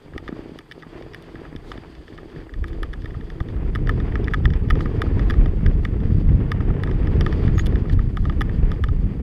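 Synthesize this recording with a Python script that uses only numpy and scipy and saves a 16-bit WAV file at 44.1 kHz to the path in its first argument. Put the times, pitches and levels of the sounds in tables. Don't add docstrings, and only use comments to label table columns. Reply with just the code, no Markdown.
import sys
import numpy as np
from scipy import signal
from scipy.fft import rfft, irfft, next_fast_len
from scipy.io import wavfile
from scipy.ndimage import uniform_filter1d

SR = 44100
rng = np.random.default_rng(int(sys.argv[2]) if len(sys.argv) > 2 else 0)


def ratio(d):
    e = np.asarray(d, float) / 20
    return 10 ** e


def pcm_store(signal):
    levels = np.round(np.clip(np.atleast_2d(signal), -1, 1) * 32767)
    wavfile.write(sys.argv[1], SR, levels.astype(np.int16).T)


N = 406602

# (time [s], level [dB])
WIND_PUSH = [(0, -53), (.15, -36.5), (.72, -52.5), (1.0, -44.5), (2.36, -42), (2.5, -40), (2.535, -26.5),
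             (3.31, -31.5), (3.9, -18), (4.3, -21), (5.0, -16.5), (6.3, -16.5), (6.8, -19.5), (7.5, -17),
             (8.1, -19), (9.22, -20)]
# (time [s], buffet change [dB], flutter change [dB])
GUST_SWELLS = [(1.2, -11, -10), (1.95, 1, -15), (2.53, -7, -11), (2.63, 8.5, -12), (2.85, 3.5, -39),
               (3.45, -3, 3), (4.39, -9, -3), (4.46, 11, 4), (4.7, 1, -1.5), (5.0, -4.5, -4),
               (5.16, -0.5, -1), (5.28, 2, 2), (5.35, -2, -8.5), (5.44, 3.5, 2.5), (5.53, -5.5, -10.5),
               (5.75, 6, 0.5), (5.86, -3, -5), (6.09, -2, 1.5), (6.45, -5.5, -2.5), (6.8, -13.5, 0),
               (7.7, 6, 1), (7.87, -8.5, -4.5), (7.95, 7, 5.5), (8.09, -5, -1.5), (8.27, 2, -0.5),
               (8.63, 3.5, 1), (8.76, -5.5, -5.5), (8.91, 6, -4.5), (9.14, -4.5, 0.5)]
# (frequency [Hz], density [dB per Hz])
BUFFET_COLOUR = [(8, -41.5), (14, -10.5), (30, 7), (60, 3), (90, -6.5), (130, -19), (200, -56.5)]
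# (frequency [Hz], density [dB per Hz])
FLUTTER_COLOUR = [(50, -29.5), (85, -1.5), (140, -4), (200, -8), (300, -17.5), (500, -56.5)]
# (time [s], peak level [dB], pitch [Hz])
EDDY_SLAPS = [(3.555, -12, 69), (3.764, -15, 88.8), (3.85, -15, 104), (3.899, -16, 85.5),
              (3.974, -10, 99.6), (4.136, -14, 78.1), (4.456, -40, 258), (4.456, -7.5, 113),
              (4.555, -21, 61.9), (4.718, -6, 62.4), (5.063, -14, 78.1), (5.117, -11, 87),
              (5.237, -10, 62.4), (5.327, -9, 88.8), (5.432, -17, 64.6), (5.646, -12.5, 61.9),
              (5.923, -11, 79), (6.094, -10.5, 67), (6.264, -8.5, 86.1), (6.379, -15, 108),
              (6.696, -8, 99.6), (6.88, -15, 91.5), (6.948, -11.5, 127), (7.037, -12, 107),
              (7.142, -4.5, 60.4), (7.177, -6, 129), (7.339, -14, 79), (7.584, -20, 88.8),
              (7.651, -16, 61.9), (7.915, -10, 68.6), (8.202, -12.5, 61.9), (8.269, -12, 78.1),
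              (8.492, -12, 96.9), (8.807, -8.5, 78.1), (8.881, -13, 91.5), (9.037, -16, 76)]

# (time [s], crunch level [dB], dryness of the snow [dB])
TYRE_BITE = [(0.0, -57.5, -7), (0.38, -50.5, -1), (0.67, -57.5, -5), (1.08, -54, -2), (1.59, -51.5, -4),
             (1.98, -54, -3), (3.29, -54, -2.5), (4.11, -45.5, -3.5), (4.54, -48, -2), (5.24, -42.5, -0.5),
             (5.55, -49.5, -3.5), (6.32, -48.5, -1.5), (6.75, -45.5, -10), (7.27, -42.5, 4),
             (8.14, -51.5, -4), (8.7, -46.5, -3), (8.88, -53, -2.5), (9.22, -50.5, -7)]
# (time [s], change [dB])
CRUST_PATCHES = [(.45, 2.5), (.95, 5), (1.42, 2), (1.62, -2.5), (1.83, 1.5), (2.04, -5.5), (2.13, 0.5),
                 (2.27, -3), (2.38, 4.5), (2.52, -7.5), (3.4, 0.5), (3.7, -1.5), (4.39, -4.5), (4.65, -2),
                 (4.9, 1), (5.7, 0), (6.05, -0.5), (6.28, -3), (6.43, -0.5), (7.05, 0.5), (7.75, 2),
                 (8.2, -1.5), (8.55, 1)]
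# (frequency [Hz], density [dB per Hz])
THUD_COLOUR = [(150, -23), (240, -2.5), (330, 0), (450, -2.5), (600, -18), (900, -26)]
# (frequency [Hz], density [dB per Hz])
CRUNCH_COLOUR = [(350, -24), (600, 1.5), (900, -1), (1200, -2), (1500, -6), (1800, -3.5), (2550, -10.5),
                 (3350, -18), (4100, -29.5), (5000, -29), (7000, -50), (9100, -57.5)]
# (frequency [Hz], level [dB], decay to -60 dB [s])
FRAME_MODES = [(158.7, -4, 0.14), (334, -9, 1)]
# (time [s], peak level [dB], pitch [Hz])
RUT_HITS = [(0.058, -30, 323), (0.123, -31, 365), (0.161, -24, 308), (0.225, -29, 325), (0.29, -38, 598),
            (0.29, -19.5, 320), (0.324, -18.5, 220), (0.365, -29, 460), (0.39, -23, 320), (0.457, -27, 331),
            (0.492, -28, 334), (0.516, -28, 237), (0.556, -28.5, 343), (0.715, -40, 420), (0.777, -30, 388),
            (0.825, -36, 320), (0.864, -31, 240), (0.928, -38, 444), (0.952, -31, 307), (1.01, -26.5, 430),
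            (1.062, -28.5, 396), (1.215, -41, 326), (1.311, -43, 336), (1.344, -27, 315), (1.415, -25, 323),
            (1.525, -28, 320), (1.55, -23, 277), (1.685, -40, 347), (1.716, -33, 331), (1.754, -29.5, 420),
            (1.78, -26, 218), (1.897, -32, 312), (2.002, -43, 423), (2.084, -45, 404), (2.121, -29, 290),
            (2.205, -39, 350), (2.229, -30, 398), (2.255, -29, 323), (2.321, -36, 280), (2.359, -27, 320),
            (2.415, -35, 350), (2.466, -33, 340), (2.589, -32, 235), (2.624, -32, 326), (2.659, -33, 277),
            (2.698, -32, 288), (2.748, -28, 320), (2.784, -27, 337), (2.821, -26, 328), (2.959, -31, 202),
            (2.999, -40, 234), (3.044, -47, 202), (3.044, -29, 318), (3.097, -33, 374), (3.132, -32, 288),
            (3.199, -38, 202), (3.198, -27.5, 202), (3.306, -44, 355), (3.355, -38, 213),
            (3.41, -26.5, 334)]
# (time [s], peak level [dB], pitch [Hz])
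RIDGE_JOLTS = [(0.16, -25, 91.5), (0.324, -29.5, 111), (0.518, -39, 156), (1.358, -33, 104),
               (1.561, -28.5, 77), (1.761, -43, 67.3), (2.136, -34, 130), (2.369, -28.5, 114),
               (3.039, -22, 94), (3.169, -20.5, 82), (3.409, -14, 74.4)]
# (time [s], peak level [dB], pitch [Hz])
CRUST_SNAPS = [(3.405, -31, 743), (3.539, -40, 563), (3.761, -35, 713), (3.857, -45, 587),
               (3.894, -32, 756), (4.121, -31, 630), (4.278, -40, 552), (4.337, -29, 762),
               (4.406, -36, 783), (4.453, -29, 996), (4.706, -34, 999), (4.792, -36, 915),
               (4.956, -37, 552), (4.993, -33, 689), (5.056, -37, 595), (5.171, -27, 856),
               (5.459, -27.5, 581), (5.664, -36, 560), (5.715, -30, 573), (5.95, -43, 552),
               (6.48, -36, 708), (6.546, -32, 608), (6.61, -32, 729), (6.705, -33, 751), (6.862, -32, 689),
               (6.893, -28, 915), (7.21, -30, 573), (7.465, -36, 716), (7.885, -45, 759), (8.264, -32, 589),
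               (8.322, -37, 673), (8.368, -41, 630), (8.493, -36, 646), (8.74, -43, 764)]

# (time [s], peak level [dB], upper modes [dB rel], sharp edge [dB rel])
HARD_KNOCKS = [(0.1785, -25.5, -6.5, -24), (0.278, -25, -11, -32), (0.712, -27.5, -8.5, -29),
               (1.1455, -26, -9.5, -22), (1.7172, -28, -3, -51), (2.6408, -22.5, -15, -31),
               (2.8303, -22, -7.5, -20.5), (2.9355, -28, -8, -25), (3.4028, -28.5, -8, -27),
               (3.7506, -22.5, -9, -27), (3.7566, -19.5, -15, -27), (3.8926, -14, -16, -29.5),
               (4.1548, -18.5, -17, -49), (4.2812, -16.5, -21, -55), (4.336, -12, -22, -34),
               (4.3417, -18.5, -7.5, -29), (4.454, -12, -11, -34), (4.7056, -13, -12, -29),
               (5.0178, -15, -9, -23.5), (5.2989, -18.5, -11, -27.5), (5.662, -21.5, -10, -37),
               (5.85, -19.5, -9.5, -26), (6.517, -16.5, -9.5, -25.5), (6.835, -20, -10, -25),
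               (7.2623, -18, -9.5, -30), (7.594, -19.5, -8.5, -35), (8.17, -25.5, -6, -23.5),
               (8.416, -15, -13, -23.5), (8.7163, -28.5, -4.5, -22), (8.8383, -19, -9.5, -26)]
# (time [s], peak level [dB], upper modes [dB
# rel], sharp edge [dB rel])
THIN_TICKS = [(.588, -33, -1, -17), (.72, -32, -0.5, -19), (1.224, -52, 7, 0), (1.5614, -37, 1.5, -19),
              (1.951, -46.5, 0.5, -25), (2.126, -41, -15, -29), (2.6813, -39, -4, -14),
              (4.2433, -53, 18, -1), (4.7014, -19.5, -8, -22), (5.306, -20, -8, -26),
              (7.2089, -25.5, 1.5, -15.5), (7.659, -34.5, 5, -7), (7.667, -34.5, 5, -1.5),
              (7.856, -39, -21, -42), (7.9312, -31.5, -5.5, -14), (8.408, -23, -4.5, -19.5)]
# (time [s], peak level [dB], upper modes [dB rel])
GENTLE_RATTLE = [(0.1348, -36, -21), (0.285, -31, -8.5), (0.325, -40, -16), (0.8235, -33.5, -11),
                 (0.8304, -33.5, -15), (1.023, -37, -6), (1.1344, -37.5, -2), (1.355, -32, -14),
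                 (1.451, -33.5, -24), (1.5264, -41, -20), (1.7763, -35, -5.5), (2.08, -35, -8),
                 (2.1778, -36, -6.5), (2.184, -35, -23), (2.232, -46, -12), (2.3, -45, -6),
                 (2.361, -35.5, -23), (2.3838, -50, -21), (2.4013, -38, -25), (2.493, -34, -21),
                 (2.5376, -32.5, -7.5), (2.73, -36.5, -8), (2.9311, -32, -9), (3.019, -42, -4),
                 (3.0434, -39, -5), (3.0572, -29, -11), (3.106, -36, -11), (3.142, -38, -18),
                 (3.1476, -45, -23), (3.209, -36.5, -9.5), (3.301, -31, -8), (3.485, -36.5, -6.5),
                 (3.564, -37.5, -14)]
# (time [s], peak level [dB], upper modes [dB rel])
SPEED_RATTLE = [(3.8716, -24, -11), (4.0001, -28, -9.5), (4.121, -31, -17), (4.274, -27, -19),
                (4.31, -38, -8), (4.439, -42, -8), (4.5031, -28.5, -10), (4.5352, -27.5, -9),
                (4.687, -44, -2), (4.754, -31, -10), (4.807, -27.5, -7), (4.8568, -26, -16.5),
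                (5.1936, -23, -12), (5.3388, -31, -11), (5.459, -29, -8), (6.003, -38, -9),
                (6.055, -38.5, -9), (6.606, -30, -11.5), (6.7056, -40, -20), (6.7995, -32, -20),
                (6.873, -28, -15), (6.9122, -30.5, -9.5), (7.0714, -28, -9), (7.3258, -23, -12.5),
                (7.4786, -24.5, -12), (7.58, -24, -10), (7.7234, -33, -17), (7.7562, -24.5, -11.5),
                (7.896, -27, -10), (7.991, -28.5, -17), (8.2403, -41, -8), (8.253, -29, -10),
                (8.296, -26.5, -8), (8.324, -38, -10), (8.494, -28.5, -18), (8.885, -33.5, -6)]
# (time [s], peak level [dB])
DEEP_ANSWERS = [(0.161, -41.5), (0.18, -33), (0.2793, -35), (0.3253, -40), (0.5896, -44), (0.7124, -44),
                (0.833, -40), (1.1468, -44), (1.4526, -39), (1.717, -27.5), (2.1844, -40.5), (2.4937, -50),
                (2.6431, -41), (2.833, -31), (2.9372, -35), (3.1487, -37), (3.4055, -31.5), (3.7574, -30),
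                (3.8722, -39), (3.8936, -26), (4.002, -34.5), (4.1569, -32), (4.2747, -38), (4.3425, -23),
                (4.4553, -24.5), (4.7052, -18), (4.755, -33), (4.806, -26), (4.8588, -29.5), (5.019, -21),
                (5.0656, -34), (5.1956, -31), (5.3012, -30.5), (5.3403, -32.5), (5.46, -33.5), (5.663, -40),
                (5.8507, -38), (6.5181, -23), (6.605, -30), (6.7038, -36), (6.8356, -28.5), (6.876, -33),
                (7.0203, -41), (7.2108, -27.5), (7.2655, -24), (7.3254, -32), (7.5807, -30), (7.7238, -39),
                (7.7579, -41), (7.8547, -39), (7.8965, -34.5), (7.9907, -33.5), (8.1726, -26.5),
                (8.2427, -43), (8.2546, -28), (8.298, -27.5), (8.4114, -21), (8.7168, -30), (8.8388, -27),
                (8.8872, -34)]
# (frequency [Hz], level [dB], decay to -60 dB [s])
DEEP_MODES = [(783, -18.5, 0.02), (1239, -5, 0.027)]
# (frequency [Hz], level [dB], decay to -60 dB [s])
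LOW_MODES = [(1252, -13.5, 0.022), (1710, -6.5, 0.02), (1870, -4, 0.014)]
# (frequency [Hz], level [dB], decay to -60 dB [s])
UPPER_MODES = [(2272, -12, 0.025), (3020, -6, 0.018), (3463, -2.5, 0.015), (4450, -25.5, 0.0096),
               (4890, -12, 0.015), (5440, -15, 0.016), (6130, -25.5, 0.014)]
# (frequency [Hz], level [dB], decay to -60 dB [s])
EDGE_MODES = [(7000, -3.5, 0.0067), (8720, 1, 0.0044), (10260, -1.5, 0.011), (11130, 3, 0.0061),
              (12400, -11, .007), (13300, -6.5, .006), (15000, -3.5, .008)]

# (time [s], half length [s], level [dB])
RUB_STROKES = [(1.16, .03, -71), (1.7, 0.038, -57), (2.684, 0.011, -59), (4.818, 0.018, -54),
               (5.302, 0.12, -65), (5.846, 0.022, -62), (6.908, 0.034, -64), (7.22, 0.054, -71),
               (7.48, 0.012, -63), (7.607, 0.014, -54), (7.664, 0.0049, -44), (7.93, 0.0065, -50),
               (8.258, 0.096, -64)]
# (frequency [Hz], density [dB per Hz])
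RUB_HISS = [(2500, 0), (3600, 7), (4200, 7.5), (5400, -3.5), (6600, -4.5), (9000, -11), (10600, -9.5),
            (13000, -15), (15500, -25.5)]
# (time [s], pitch [Hz], level [dB], octave level [dB])
SQUEAK_GLIDE = [
    (7.525, 6580, -94, -100),
    (7.54, 6740, -75, -100),
    (7.558, 6760, -54, -68),
    (7.572, 6400, -55, -86),
    (7.584, 6600, -48, -47),
    (7.598, 6680, -37, -91),
    (7.612, 6770, -50, -97),
    (7.63, 6800, -68, -100),
    (7.645, 6650, -88, -110),
]
# (frequency [Hz], density [dB per Hz])
PREAMP_HISS = [(3500, -26.5), (5500, -5), (6500, -2.5), (13000, -6.5), (15200, -10.5), (15500, -38)]
# (time [s], level [dB])
WHISTLE_LEVEL = [
    (0, -81),
    (3.6, -86),
    (4.5, -86.5),
    (9.22, -84.5),
]


def rms_one(x):
    return x / np.sqrt(np.mean(x ** 2) + 1e-20)


def in_time(rows):
    s, *columns = np.transpose(rows)
    return [np.interp(np.arange(N) / SR, s, column) for column in columns]


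def swells(times, heights_db, half_s):
    t = np.arange(0, N + 100, 100) / SR
    bells = np.exp(-.5 * ((t[:, None] - times) / half_s) ** 2)
    return in_time(np.transpose([t, bells @ heights_db]))[0]


def drift(rate):
    r = np.exp(-80 * np.pi * rate / SR)
    slow = signal.lfilter([1], [1, -2 * r, r * r], rng.standard_normal(N // 40 + 2002))[2000:]
    return np.interp(np.arange(N) / 40, np.arange(len(slow)), rms_one(slow))


def ring(x, hz, t60):
    r, w = ratio(-60 / (t60 * SR)), 2 * np.pi * hz / SR
    return signal.lfilter([0, np.sin(w)], [1, -2 * r * np.cos(w), r * r], x + 1e-18)


def colour(x, spectrum):
    hz, db = np.transpose(spectrum)
    size = next_fast_len(N)
    log_hz = np.log(np.arange(size // 2 + 1) * SR / size + 1)
    gain = ratio(np.interp(log_hz, np.log(hz), db, -170, -170))
    return rms_one(irfft(rfft(x, size) * gain, size)[:N])


def grains(per_s, spread_db):
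    sizes = ratio(spread_db * np.minimum(rng.exponential(1, N), 5)) * rng.choice([-1, 1], N)
    return rms_one(sizes * (rng.random(N) < per_s / SR))


def pushes(rows, damping, trim_db):
    out, t = np.zeros(N + 4000), np.arange(4000) / SR
    for s, db, hz in rows:
        shape = np.sin(2 * np.pi * hz * t) * t * hz * np.exp(-t * hz * damping)
        out[round(s * SR):][:4000] += ratio(db + trim_db) * shape / np.abs(shape).max()
    return out[:N]


def ride():
    (wind_db,), (bite_db, dry_db) = in_time(WIND_PUSH), in_time(TYRE_BITE)
    s, buffet_db, flap_db = np.transpose(GUST_SWELLS)
    gust_db, flap_db = swells(s, buffet_db, half_s=0.048), swells(s, flap_db, half_s=0.048)
    patch_db = swells(*np.transpose(CRUST_PATCHES), half_s=0.052)
    crunch_db = bite_db + patch_db + 2
    air, bite = wind_db + 19, crunch_db + 47
    flutter_db = -23.5 + 1.37 * air + flap_db
    frame_shake_db = crunch_db + 0.5
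    fast_db = 10 * np.log10(ratio(flutter_db) ** 2 + ratio(frame_shake_db) ** 2)
    thud_db = -34 + 0.81 * bite + 0.25 * air
    powder_db = -62 + 0.45 * bite - 0.17 * air + dry_db
    return wind_db + gust_db, fast_db, thud_db, crunch_db, powder_db


def wind(slow_db, fast_db, gust):
    eddies = grains(150.0, spread_db=2.0)
    slow = colour(eddies + .6 * rng.standard_normal(N), BUFFET_COLOUR) * ratio(1.3 * gust)
    fast = colour(eddies + rng.standard_normal(N), FLUTTER_COLOUR)
    fast = fast * ratio(gust + 1.4 * drift(37.0))
    return ratio(slow_db) * rms_one(slow) + ratio(fast_db) * rms_one(fast)


def tyres(thud_db, crunch_db, powder_db, shake):
    clump = drift(28.0) + .6 * shake
    blocks = grains(400.0, spread_db=2.5)
    thud = rms_one(colour(blocks, THUD_COLOUR) * ratio(1.47 * clump))
    frame_db = np.minimum(thud_db, -38)
    frame = sum(ratio(frame_db + db) * rms_one(ring(blocks, hz, t60)) for hz, db, t60 in FRAME_MODES)
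    crystals = grains(800.0, spread_db=3.0) * .75 + rng.standard_normal(N)
    crunch = colour(crystals, CRUNCH_COLOUR) * ratio(1.3 * clump + drift(45.0))
    powder = colour(rng.standard_normal(N), [(2500, -8.0), (3300, 0.5), (4000, -9.0), (4750, -2.0),
                                             (5300, -14), (7000, -21), (13000, -34)])
    spray = ratio(powder_db + 2.5 * drift(15.0)) * powder
    return ratio(thud_db) * thud + frame + ratio(crunch_db) * rms_one(crunch) + spray


def electronics():
    hiss = ratio(-76) * colour(rng.standard_normal(N), PREAMP_HISS)
    whistle = rms_one(ring(rng.standard_normal(N), hz=8380, t60=.016)) * ratio(2.5 * drift(20.0))
    return hiss + ratio(in_time(WHISTLE_LEVEL)[0]) * whistle


def ruts():
    return pushes(np.add(RUT_HITS, [0.00198, 0, 0]), damping=3.04, trim_db=2.5)


def strike(modes, times, peak_db, swell_s, scatter_db=2.0, chatter_db=2.0):
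    t, out = np.arange(1000) / SR, np.zeros(N + 1000)
    rows = 0
    for hz, level_db, t60 in modes:
        detune, strength, phase = rng.standard_normal((len(times), 3)).T[:, :, None]
        rise_s = swell_s * (modes[-1][0] / hz) ** 1.5
        swell = np.sin(np.pi / 2 * np.minimum(t / rise_s, 1)) ** 2
        fade_db = level_db + scatter_db * strength - 60 * np.maximum(t - rise_s, 0) / t60
        tone = np.sin(2 * np.pi * hz * (1 + 0.013 * detune) * t + 9 * phase)
        rows = rows + tone * ratio(fade_db) * swell
    chatter = rms_one(signal.lfilter([1], [1, -1.8, .81], rng.standard_normal((len(times), 1000))))
    rows = rows * ratio(chatter_db * chatter)
    height = np.sqrt(2 * uniform_filter1d(rows ** 2, size=80).max(axis=1))
    for at, gain, row in zip((times * SR).astype(int), ratio(peak_db) / height, rows):
        out[at:at + 1000] += gain * row
    return out[:N]


def knocks():
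    contact_s = 0.0017
    rattle = [(*row, -30) for row in GENTLE_RATTLE] + [(*row, -37) for row in SPEED_RATTLE]
    s, db, upper_db, edge_db = np.transpose(list(HARD_KNOCKS) + list(THIN_TICKS) + rattle)
    edge_db = edge_db - 2.5 * np.clip(-60.5 - db - edge_db, 0, 10)
    deep_s, deep_db = np.transpose(DEEP_ANSWERS)
    low = strike(LOW_MODES, s, db - 1.0, contact_s)
    upper = strike(UPPER_MODES, s, db + upper_db - .6, 0.23 * contact_s)
    edge = strike(EDGE_MODES, s, db + edge_db - .7, 0.086 * contact_s)
    deep = strike(DEEP_MODES, deep_s - 0.001544, deep_db + 2.5, 1.68 * contact_s)
    return low + upper + edge + deep


def jolts():
    return -pushes(RIDGE_JOLTS, damping=3.9, trim_db=4.0)


def mount():
    hz, db, octave_db = in_time(SQUEAK_GLIDE)
    turn = 2 * np.pi * np.cumsum(hz * (1 + 0.0083 * drift(150.0))) / SR
    squeak = ratio(db) * np.sin(turn) + ratio(octave_db) * np.sin(2 * turn)
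    squeak = squeak * ratio(-3.0 + 3.5 * drift(90.0))
    t = np.arange(N) / SR
    strokes = sum(ratio(db) * np.exp(-.5 * ((t - s) / half_s) ** 2) for s, half_s, db in RUB_STROKES)
    return squeak + strokes * colour(rng.standard_normal(N), RUB_HISS)


def snaps():
    return pushes(CRUST_SNAPS, damping=1.4, trim_db=1.0)


def slaps():
    return pushes(EDDY_SLAPS, damping=1.66, trim_db=-4.0)


def scene():
    slow_db, fast_db, thud_db, crunch_db, powder_db = ride()
    shake = drift(4.9)
    mix = wind(slow_db, fast_db, shake) + tyres(thud_db, crunch_db, powder_db, shake) + electronics()
    mix = mix + ruts() + knocks() + jolts() + mount() + snaps() + slaps()
    return mix[None, :]


def roll_off(x):
    return signal.sosfilt(signal.butter(12, 16480, fs=SR, output="sos"), x)


def record(dry):
    rounded = 0.9 * np.tanh(dry / 0.9)
    top_cut = signal.cheby1(6, 1, 16300, fs=SR, output="sos")
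    ending = np.minimum(np.arange(N)[::-1] / 300, 1)
    return roll_off(signal.sosfilt(top_cut, rounded) * ending)


dry = scene()
out = record(dry)
pcm_store(out)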